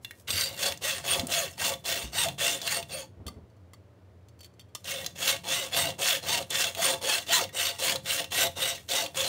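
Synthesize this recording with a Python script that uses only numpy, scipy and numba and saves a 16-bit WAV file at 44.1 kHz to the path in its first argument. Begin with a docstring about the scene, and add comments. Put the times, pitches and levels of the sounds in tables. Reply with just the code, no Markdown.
"""A hand hacksaw works through steel in a vise, close to a microphone in a quiet workshop.
Its passing teeth make tones and clumpy noise, which ring the blade, the frame and a loose clamp.
The bench booms under the strokes and thuds when bumped; sudden snags are short noise bursts.
Partway through, the sawing pauses and a loose clamp handle ticks. Soft air noise, a faint hum
and a short room echo lie around it all."""
import sys
import numpy as np
from scipy import signal
from scipy.fft import rfft, irfft, next_fast_len
from scipy.io import wavfile
from scipy.ndimage import uniform_filter1d
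from numba import njit

SR = 44100
rng = np.random.default_rng(int(sys.argv[2]) if len(sys.argv) > 2 else 0)


def unload_wav(signal):
    """Save mono or channel-first audio to the path in sys.argv[1] as 16-bit WAV at rate SR, clipped to [-1, 1]."""
    wavfile.write(
        sys.argv[1],
        SR,
        np.round(np.clip(np.atleast_2d(signal).T, -1, 1) * 32767).astype(np.int16),
    )


N = 409233  # length in samples


def undb(db):
    """Turn decibels into a plain gain."""
    return 10 ** (np.asarray(db) / 20)


def unit(x):
    """Scale a signal to an rms level of 1."""
    return x / np.sqrt(np.mean(x ** 2))


def colour(x, points):
    """Shape the spectrum of a signal by (f/Hz, level/dB) points."""
    size = next_fast_len(N)
    log_hz = np.log(np.arange(size // 2 + 1) * SR / size + 1e-3)  # the offset avoids log(0)
    hz, db = np.transpose(points)
    gain = undb(np.interp(log_hz, np.log(hz), db))
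    return irfft(rfft(x, size) * gain, size)[:N]


def ring(x, hz, width_hz):
    """One fixed resonance, gain 1 at its centre."""
    b, a = signal.iirpeak(hz, hz / width_hz, SR)
    return signal.lfilter(b, a, x + 1e-15)  # the offset keeps the numbers from getting too tiny


@njit
def sweep(x, step, damp):
    """State-variable band-pass whose centre may move (step = tan(pi f / SR)); gain 1 at the centre."""
    y, band, low = np.empty(len(x)), 0., 0.
    for i in range(len(x)):
        g = step[i]
        v = (band + g * (x[i] - low)) / (1 + g * (g + damp))
        band = 2 * v - band
        low = low + 2 * g * v
        y[i] = damp * v
    return y


def walk(rate, shape=lambda v: v):
    """Random levels, rate new ones a second, joined by straight lines."""
    count = int(N * rate / SR) + 2
    levels = shape(rng.standard_normal(count))
    return np.interp(np.arange(N) * (rate / SR), np.arange(count), levels)


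def flutter(rate, depth_db):
    """A gain that wanders by about depth dB."""
    return walk(rate, lambda v: undb(depth_db * v))


def place(starts_s, grains):
    """Add short sounds together at their times."""
    out = np.zeros(N + SR)
    for s, grain in zip(starts_s, grains):
        first = int(s * SR)
        out[first:first + len(grain)] += grain
    return out[:N]


# Spectrum of the workshop air: f/Hz, relative level/dB per Hz
AIR_SPECTRUM = [(35, -40.5), (60, -21.5), (91, 0.5), (130, -12), (146, -26.5), (180, -17.5), (262, -19),
                (294, -18), (540, -21.5), (607, -21), (822, -30), (924, -29.5), (16000, -59)]
# Tones of the hum: f/Hz, level/dB rms before the flutter
HUM_TONES = [(86.1, -74), (118.4, -69), (177.6, -69.5)]
AIR_DB = -55.5  # rms


def shop():
    """Shaped noise is the soft workshop air; slowly fluttering sines are a faint hum."""
    t = np.arange(N) / SR
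    hum = np.zeros(N)
    for hz, db in HUM_TONES:
        hum += np.sqrt(2) * undb(db) * flutter(8.1, 1.3) * np.sin(2 * np.pi * hz * t)
    air = unit(colour(rng.standard_normal(N), AIR_SPECTRUM))
    return undb(AIR_DB) * air + hum


# Spans when the blade lies in the cut: from t/s, to t/s
BLADE_IN_CUT = [(0.02, 3.06), (4.75, 9.28)]
DRAG_DB = -68.5  # before the flutter


def drag():
    """The blade lying in the cut scrapes faintly: treble noise with uneven loudness."""
    t = np.arange(N) / SR
    lying = sum((t > start) * (t < end) * 1. for start, end in BLADE_IN_CUT)
    lying = abs(uniform_filter1d(lying, size=800))  # soft edges
    scrape = unit(ring(rng.standard_normal(N), 8000, 9000))
    return undb(DRAG_DB) * lying * flutter(25, 4.0) * flutter(400, 4.0) * scrape


# A tooth snags and lets go: t/s, peak level/dB before the blade rings, centre f/Hz
SNAG_EVENTS = [(0.0468, -24.5, 2560), (0.109, -27.5, 2000), (0.2793, -29, 4040), (0.3043, -12, 4020),
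               (0.4102, -11, 5000), (0.722, -18.5, 2850), (0.7741, -29, 6370), (0.822, -31, 4030),
               (1.1954, -14.5, 3800), (1.2692, -20.5, 8900), (1.737, -20, 3390), (2.2852, -16.5, 2856),
               (2.616, -21.5, 4340), (2.6752, -14.5, 2625), (2.827, -27, 2770), (3.0194, -36, 4570),
               (4.8437, -32, 5000), (5.0448, -24, 3560), (5.0627, -15.5, 5150), (5.3648, -23.5, 2670),
               (5.442, -35, 2703), (5.747, -19, 2710), (5.9035, -21, 3430), (5.9394, -37, 2730),
               (6.425, -30, 3940), (6.504, -20.5, 7110), (6.7489, -22.5, 2744), (6.937, -20.5, 3420),
               (7.1822, -17.5, 3390), (7.439, -19.5, 3402), (7.4914, -32, 1940), (7.9575, -18.5, 3945),
               (8.243, -23, 3013), (8.3218, -22.5, 2700), (8.4682, -17.5, 3890), (8.514, -39, 3410),
               (8.7795, -31.5, 1920), (8.8894, -22.5, 4077), (8.9216, -29, 3528), (8.964, -17, 6200),
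               (9.062, -20.5, 2850), (9.1465, -30, 3500), (9.2042, -21, 2700)]
# Blade resonances, also played by blade_ring(): f/Hz, width f/Hz, relative level/dB
BLADE_MODES = [(1620, 64, -8.5), (1887, 53, 3), (2200, 30, 0), (2757, 50, 5), (3160, 99, -3),
               (3508, 120, 8), (4040, 140, 3), (5320, 180, -7), (6270, 450, -4.5), (6975, 360, -5.5),
               (8654, 180, 1), (11030, 500, -8), (12200, 1100, -15.5)]


def snags():
    """Each snag is a noise burst of a few ms that rings on in the blade."""
    t = np.arange(SR // 20) / SR
    bursts = []
    for _, peak_db, hz in SNAG_EVENTS:
        pitched = ring(rng.standard_normal(len(t)) * np.exp(-t / 0.0036), hz, 0.39 * hz)
        crack = .15 * rng.standard_normal(len(t)) * np.exp(-t / 0.0039)
        burst = pitched + crack
        bursts.append(undb(peak_db) * burst / np.abs(burst).max())
    x = place([event[0] for event in SNAG_EVENTS], bursts)
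    ringing = sum(undb(db) * ring(x, hz, 0.4 * width) for hz, width, db in BLADE_MODES)
    return undb(-3.5) * x + undb(2.5) * ringing


# One saw stroke per row, levels before the mix in saw() and bench():
# start t/s, speed-up t/s, slow-down t/s, peak level/dB, first bite level/dB under the peak,
# push -1 or pull 1, top tooth rate f/Hz, frame level/dB, bench level/dB,
# then tooth chatter, fine hiss and clamp rattle level/dB relative to the grinding
STROKE_ROWS = [(0.279, 0.11, 0.18, -31, -6.5, -1, 600.5, -43, -50, -19, 1, -7.5),
               (0.57, 0.08, 0.097, -29, -10.5, 1, 794, -38.5, -50.6, -15, -10, -9.5),
               (0.815, 0.048, 0.18, -28.5, -16, -1, 619, -43, -55, -9.5, -13, -16),
               (1.04, 0.066, 0.131, -27.5, -14, 1, 1087, -34.5, -49.5, -13.5, -5.5, -11),
               (1.285, 0.065, 0.178, -27.5, -15.5, -1, 696.3, -42, -51.5, -7, -6, -15),
               (1.575, 0.077, 0.096, -25.5, -19.5, 1, 1003, -36.5, -50, -12, -5.5, -11.5),
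               (1.845, 0.049, 0.19, -28.5, -10.5, -1, 696.3, -40.5, -52, -18, -6, -16),
               (2.125, 0.074, 0.11, -26.5, -15, 1, 981, -38.5, -49, -9, -7, -7.5),
               (2.385, 0.045, 0.19, -27, -9, -1, 691.6, -41, -56.5, -15.5, -9, -18),
               (2.615, 0.126, 0.084, -29, -19, 1, 842, -39, -51.5, -18, -6, -9),
               (2.895, 0.075, 0.089, -39, -10.5, -1, 598.5, -47.5, -50.5, -4.5, -3, -5),
               (4.842, 0.063, 0.19, -34, -12.5, -1, 596, -46.6, -52.5, -12.5, -6, -29),
               (5.15, 0.142, 0.085, -24.5, -30.5, 1, 897, -39.5, -50.5, -18.5, -7, -16),
               (5.44, 0.103, 0.16, -27.5, -21, -1, 725.6, -39.5, -54, -14, -9, -22),
               (5.715, 0.083, 0.12, -26.5, -14, 1, 997, -36, -47.5, -13, -6.5, -12),
               (5.985, 0.097, 0.115, -24, -19.7, -1, 746, -39.5, -54, -13.5, -9, -18),
               (6.225, 0.112, 0.099, -26, -19, 1, 1004, -36.7, -47.5, -10.5, -13, -12),
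               (6.5, 0.118, 0.11, -26.5, -12, -1, 750, -38, -50.9, -15.5, -8, -18),
               (6.745, 0.125, 0.095, -24.5, -25, 1, 1057, -34, -48.3, -18, -4.5, -14),
               (7.015, 0.104, 0.12, -26, -16.5, -1, 731, -38.5, -59, -12, -10.5, -17),
               (7.26, 0.097, 0.088, -22, -30, 1, 1000, -34.5, -48.5, -5.5, -5.5, -14),
               (7.53, 0.09, 0.14, -25.5, -24, -1, 733, -41, -59, -21, -8, -14),
               (7.79, 0.096, 0.087, -25, -12.5, 1, 1048, -35, -47.5, -9.5, -9, -15),
               (8.05, 0.073, 0.13, -27, -10.5, -1, 697, -41.5, -52.5, -18, -8.5, -20),
               (8.31, 0.107, 0.066, -22.5, -15.5, 1, 810, -37, -49, -17.5, -4.5, -21),
               (8.56, 0.082, 0.15, -28, -19, -1, 720, -40, -51.3, -14, -3.5, -19),
               (8.887, 0.082, 0.11, -27.5, -11.5, 1, 950, -38.5, -55, -13, -10, -10),
               (9.145, 0.039, 0.4, -31.5, -16, -1, 530, -39.5, -54, -11, -7, -23)]
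BITE_S = 0.015  # smooths the onset
SLOWED_DB, SLOW_POWER = -22.5, 1.92  # drop at the end of the slow-down and its curve
# above the knee the frame hardly follows the grinding; it is louder near the far end of the blade
FRAME_FOLLOW, FRAME_KNEE_DB, FRAME_LEAN_DB = .1, -14, 4
BENCH_FOLLOW, BENCH_LEAN_DB, BENCH_SMOOTH_S = 0.13, 5, .06
STOP_STRETCH = 1.15  # the blade stops a little after the grinding has faded


def strokes():
    """Controls along time; each stroke bites, speeds up to its peak and slows down until the next one."""
    t, out = np.arange(N) / SR, np.zeros((7, N))
    ends = [row[0] for row in STROKE_ROWS[1:]] + [N / SR]
    for row, end in zip(STROKE_ROWS, ends):
        start, up_s, down_s, peak_db, bite_db, way, top_hz, frame_db, bench_db, *share_db = row
        on = slice(int(start * SR), int(min(end, start + .5) * SR))
        late = t[on] - start - up_s  # seconds after the peak
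        slowing_db = SLOWED_DB * abs(late / down_s) ** SLOW_POWER
        drop = np.where(late < 0, bite_db * (late / up_s) ** 2, slowing_db)
        grind_db = peak_db + drop
        travel = np.clip((t[on] - start) / (up_s + down_s), 0, 1)
        lean = np.sign(way) * (travel - .5)
        frame_drop = np.minimum(FRAME_FOLLOW * drop, drop - (1 - FRAME_FOLLOW) * FRAME_KNEE_DB)
        out[0, on] = undb(grind_db)
        out[1, on] = undb(frame_db + FRAME_LEAN_DB * lean + frame_drop - grind_db)
        out[2, on] = undb(bench_db + BENCH_LEAN_DB * lean + BENCH_FOLLOW * drop)
        swing = np.where(late < 0, late / up_s, late / down_s / STOP_STRETCH)
        out[3, on] = top_hz * np.cos(np.pi / 2 * np.clip(swing, -1, 1))
        out[4:, on] = undb(share_db)[:, None]
    out[0] = abs(uniform_filter1d(out[0], int(BITE_S * SR)))
    out[2] = uniform_filter1d(out[2], int(BENCH_SMOOTH_S * SR))
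    return out


def passing_teeth(gain, rate):
    """Teeth ride over the edge at the passing rate, with clumps of grit noise between them."""
    phase = 2 * np.pi * np.cumsum(rate * (1 + .045 * walk(150))) / SR
    tones = np.sin(phase) + .5 * np.sin(2 * phase) + .35 * np.sin(4 * phase)
    teeth = flutter(70, 3.5) * tones * np.clip(rate / 600, 0, 1) ** 2  # weak when slow
    clumps = flutter(300, 2.2) * flutter(60, 1.0) * (1 + .4 * np.cos(phase))
    grit = gain * unit(rng.standard_normal(N) * clumps)
    return teeth, grit


# Spectrum of the rasp: f/Hz, relative level/dB per Hz
RASP_SPECTRUM = [(590, -41), (1000, -9.5), (1580, -2.5), (1740, -9.5), (2210, -1.5), (2420, -4.5),
                 (2750, 2.5), (2980, -2.5), (3500, -4), (5000, -10), (8680, -9.5), (10200, -17.5),
                 (15600, -10.5)]


def rasp(grit):
    """The grit noise in six bands, each clumping on its own."""
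    bands = np.zeros(N)
    for hz in 1100 * 1.7 ** np.arange(6):
        bands += flutter(45, 3.48) * ring(grit, hz, 0.39 * hz)
    return colour(bands, RASP_SPECTRUM)


def blade_ring(force):
    """The blade's modes, their centres wandering slowly at random; returns main and fine parts."""
    wander = 0.039 * walk(10)
    modes = []
    for k, (hz, width, db) in enumerate(BLADE_MODES):
        step = np.tan(np.pi * hz / SR) * (1 + wander * (-1) ** k)  # neighbours shift opposite ways
        modes.append(undb(db) * flutter(35, 5.9) * sweep(force, step, width / hz))
    return sum(modes[:-4]), sum(modes[-4:])


# Frame resonances: f/Hz, width f/Hz, relative level/dB
FRAME_MODES = [(300.8, 10, -2.5), (397, 40, -5.5), (543, 45, 9), (678.2, 36, 9), (872.6, 49, -0.5),
               (1124, 35, -9)]


def frame_ring(grit, groan):
    """The frame answers when the tooth rate crosses its modes, over a broad low-mid hump."""
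    modes = sum(undb(db) * flutter(18, 4.9) * ring(groan, hz, width) for hz, width, db in FRAME_MODES)
    return modes + undb(-13.5) * ring(grit, 650, 570)


def clamp_rattle(grit):
    """The grit shakes one narrow, unsteady clamp resonance."""
    return flutter(30, 3.5) * ring(grit, 4470, 100)


def saw(gain, frame_gain, rate, chatter, hiss, rattle):
    """The teeth chatter and grind over the cut and ring blade, frame and clamp."""
    teeth, grit = passing_teeth(gain, rate)
    tooth_tone = gain * chatter * teeth
    broad = rasp(grit)
    blade, fine = blade_ring(10. ** -15 + grit + tooth_tone)
    frame = frame_ring(grit, grit + undb(-4.0) * tooth_tone)
    clamp = clamp_rattle(grit)
    high = signal.sosfilt(signal.butter(3, 6500, "high", fs=SR, output="sos"), broad)

    def scale(x, db):
        """Set the rms level relative to that of the grinding gain."""
        return x * undb(db) * np.sqrt(np.mean(gain ** 2) / np.mean(x ** 2))

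    bite = (gain / undb(-23.0)) ** 0.17  # harder strokes are brighter
    body = scale(broad - high, -2.73) + scale(blade, -6) + frame_gain * scale(frame, -0.36)
    treble = hiss * bite * (scale(high, -7.5) + scale(fine, -3))
    return body + undb(-6.5) * tooth_tone + treble + rattle * scale(clamp, -0.59)


# Dull bumps on the bench: t/s, relative level/dB, f/Hz, time to fade by 60 dB t/s
BUMP_EVENTS = [(0.331, -32, 89, 0.25), (1.186, -26, 91.1, 0.13), (1.23, -26.5, 250, 0.061),
               (2.032, -31.5, 61.25, 0.27), (3.165, -41.5, 75, 0.15), (3.197, -36, 90, 0.12),
               (3.256, -28, 72.4, 0.13), (3.359, -35, 80, 0.14), (3.419, -47, 67.6, 0.2)]
THUD_RUSTLE_DB, THUD_RUSTLE_S = -10.5, .04  # low-mid noise of a bump and its fade


def bench(shake):
    """The bench top booms near its lowest modes and thuds when bumped: fading sines plus soft noise."""
    noise = rng.standard_normal(N)
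    low = ring(ring(noise, 92, 35), 98, 40)
    upper = ring(ring(noise, 140, 54), 140, 110)
    boom = unit(low + 1.2 * upper)
    t = np.arange(SR // 2) / SR
    thuds = []
    for _, db, hz, t60 in BUMP_EVENTS:
        tone = np.sin(2 * np.pi * hz * t) * 1000 ** (-t / t60)
        noise = unit(ring(ring(rng.standard_normal(len(t)), 200, 300), 200, 300))
        rustle = undb(THUD_RUSTLE_DB) * np.exp(-t / THUD_RUSTLE_S) * noise
        thuds.append(undb(db) * (1 - np.exp(-t / 0.0051)) * (tone + rustle))
    return shake * flutter(6, 2) * boom + place([event[0] for event in BUMP_EVENTS], thuds)


# The blade sings on the first stroke: from t/s, to t/s, f/Hz, level/dB rms
BLADE_SQUEAL = (.32, .5, 4680, -35)


def squeal():
    """A narrow, unsteady blade tone: noise through one sharp resonance."""
    start, end, hz, db = BLADE_SQUEAL
    edges = [start - .02, start + .02, end - .05, end + .02]
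    gate = np.interp(np.arange(N) / SR, edges, [0, 1, 1, 0])
    return undb(db) * gate * unit(ring(rng.standard_normal(N), hz, 60))


# The clamp handle ticks against its screw: t/s, relative level/dB,
# then low body and 3 kHz clink level/dB relative to the handle modes
TICK_EVENTS = [(3.266, -32.5, 5, 0), (3.28, -32, 16, -3), (3.3413, -61, 28, 8), (3.4994, -64, 13, 0),
               (3.5665, -65, 17, 3), (3.7338, -41.5, 22, 8), (4.2846, -50.5, 1, -9), (4.3909, -50, -2, 3),
               (4.4063, -39, -8, 2), (4.4313, -43, -7, 5), (4.445, -40, -8, 5), (4.459, -48, -2, 5),
               (4.538, -61, 8, -8), (4.595, -40.5, -3, 9), (4.61, -50, -5, 11), (4.6877, -64, 0, 12),
               (4.7497, -24.5, 10.5, 0)]
# Steel handle modes: f/Hz, relative level/dB, time to fade by 60 dB t/s
HANDLE_MODES = [(1183, -14.5, 0.047), (2080, -19.5, 0.05), (2730, -28, 0.044), (3290, -5.5, 0.025),
                (3560, 0, 0.021), (4520, 1, 0.049), (5450, -12, 0.033), (6200, -6, 0.023),
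                (7490, -6, 0.018), (9360, -8, 0.017), (13100, -31, 0.018), (14300, -16, .02)]


def ticks():
    """A short rattling contact: a dry crack that drives the steel handle modes."""
    t = np.arange(SR // 4) / SR
    hz, db, t60 = np.transpose(HANDLE_MODES)[:, :, None]
    body, clink = hz < 2500, abs(hz - 3200) < 200
    grains = []
    for _, tick_db, body_db, clink_db in TICK_EVENTS:
        contact = rng.standard_normal(len(t)) * (np.exp(-t / 0.0057) + 0.087 * np.exp(-t / 0.013))
        strike = db + body * body_db + clink * clink_db
        strike = strike + 2 * rng.standard_normal(hz.shape)  # no two ticks alike
        modes = np.sum(undb(strike) * np.sin(2 * np.pi * hz * t) * 1000 ** (-t / t60), axis=0)
        rung = signal.fftconvolve(modes, contact)[:len(t)]
        crack = ring(contact, 5800, 6000)
        grains.append(undb(tick_db) * (undb(-31) * rung + undb(-2.5) * crack))
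    return place([event[0] for event in TICK_EVENTS], grains)


ROOM_T60_S, ROOM_DB = 0.23, -16  # fade by 60 dB; echo level


def room(near):
    """Echo from the walls: the sound smeared by fading noise that starts after 6 ms."""
    t = np.arange(SR // 2) / SR
    walls = rng.standard_normal(len(t)) * 1000 ** (-t / ROOM_T60_S) * (t > .006)
    walls = signal.lfilter([1], [1, -.4], walls)  # the walls swallow some treble
    walls = walls / np.sqrt(np.sum(walls ** 2))
    return undb(ROOM_DB) * signal.fftconvolve(near, walls)[:N]


def scene():
    """Saw, snags and ticks get a room echo; bench and workshop air are added without it."""
    gain, frame, shake, rate, chatter, hiss, rattle = strokes()
    near = saw(gain, frame, rate, chatter, hiss, rattle)
    near = near + squeal() + snags() + ticks() + drag()
    heard = near + room(near) + bench(shake) + shop()
    return np.array([heard, heard])


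TOP_HZ = 15700  # nearly nothing passes above this


def record(dry):
    """One microphone without deep bass and with a lift at the very top; loud peaks are rounded, the top is cut."""
    x = signal.sosfilt(signal.butter(3, 48, "high", fs=SR, output="sos"), dry[0])
    lifted = x + .6 * ring(x, 15500, 900)
    x = np.tanh(3.5 * lifted) / 3.5
    x = signal.sosfilt(signal.ellip(14, .2, 80, TOP_HZ, fs=SR, output="sos"), x)
    return np.array([x, x])


dry = scene()
out = record(dry)
unload_wav(out)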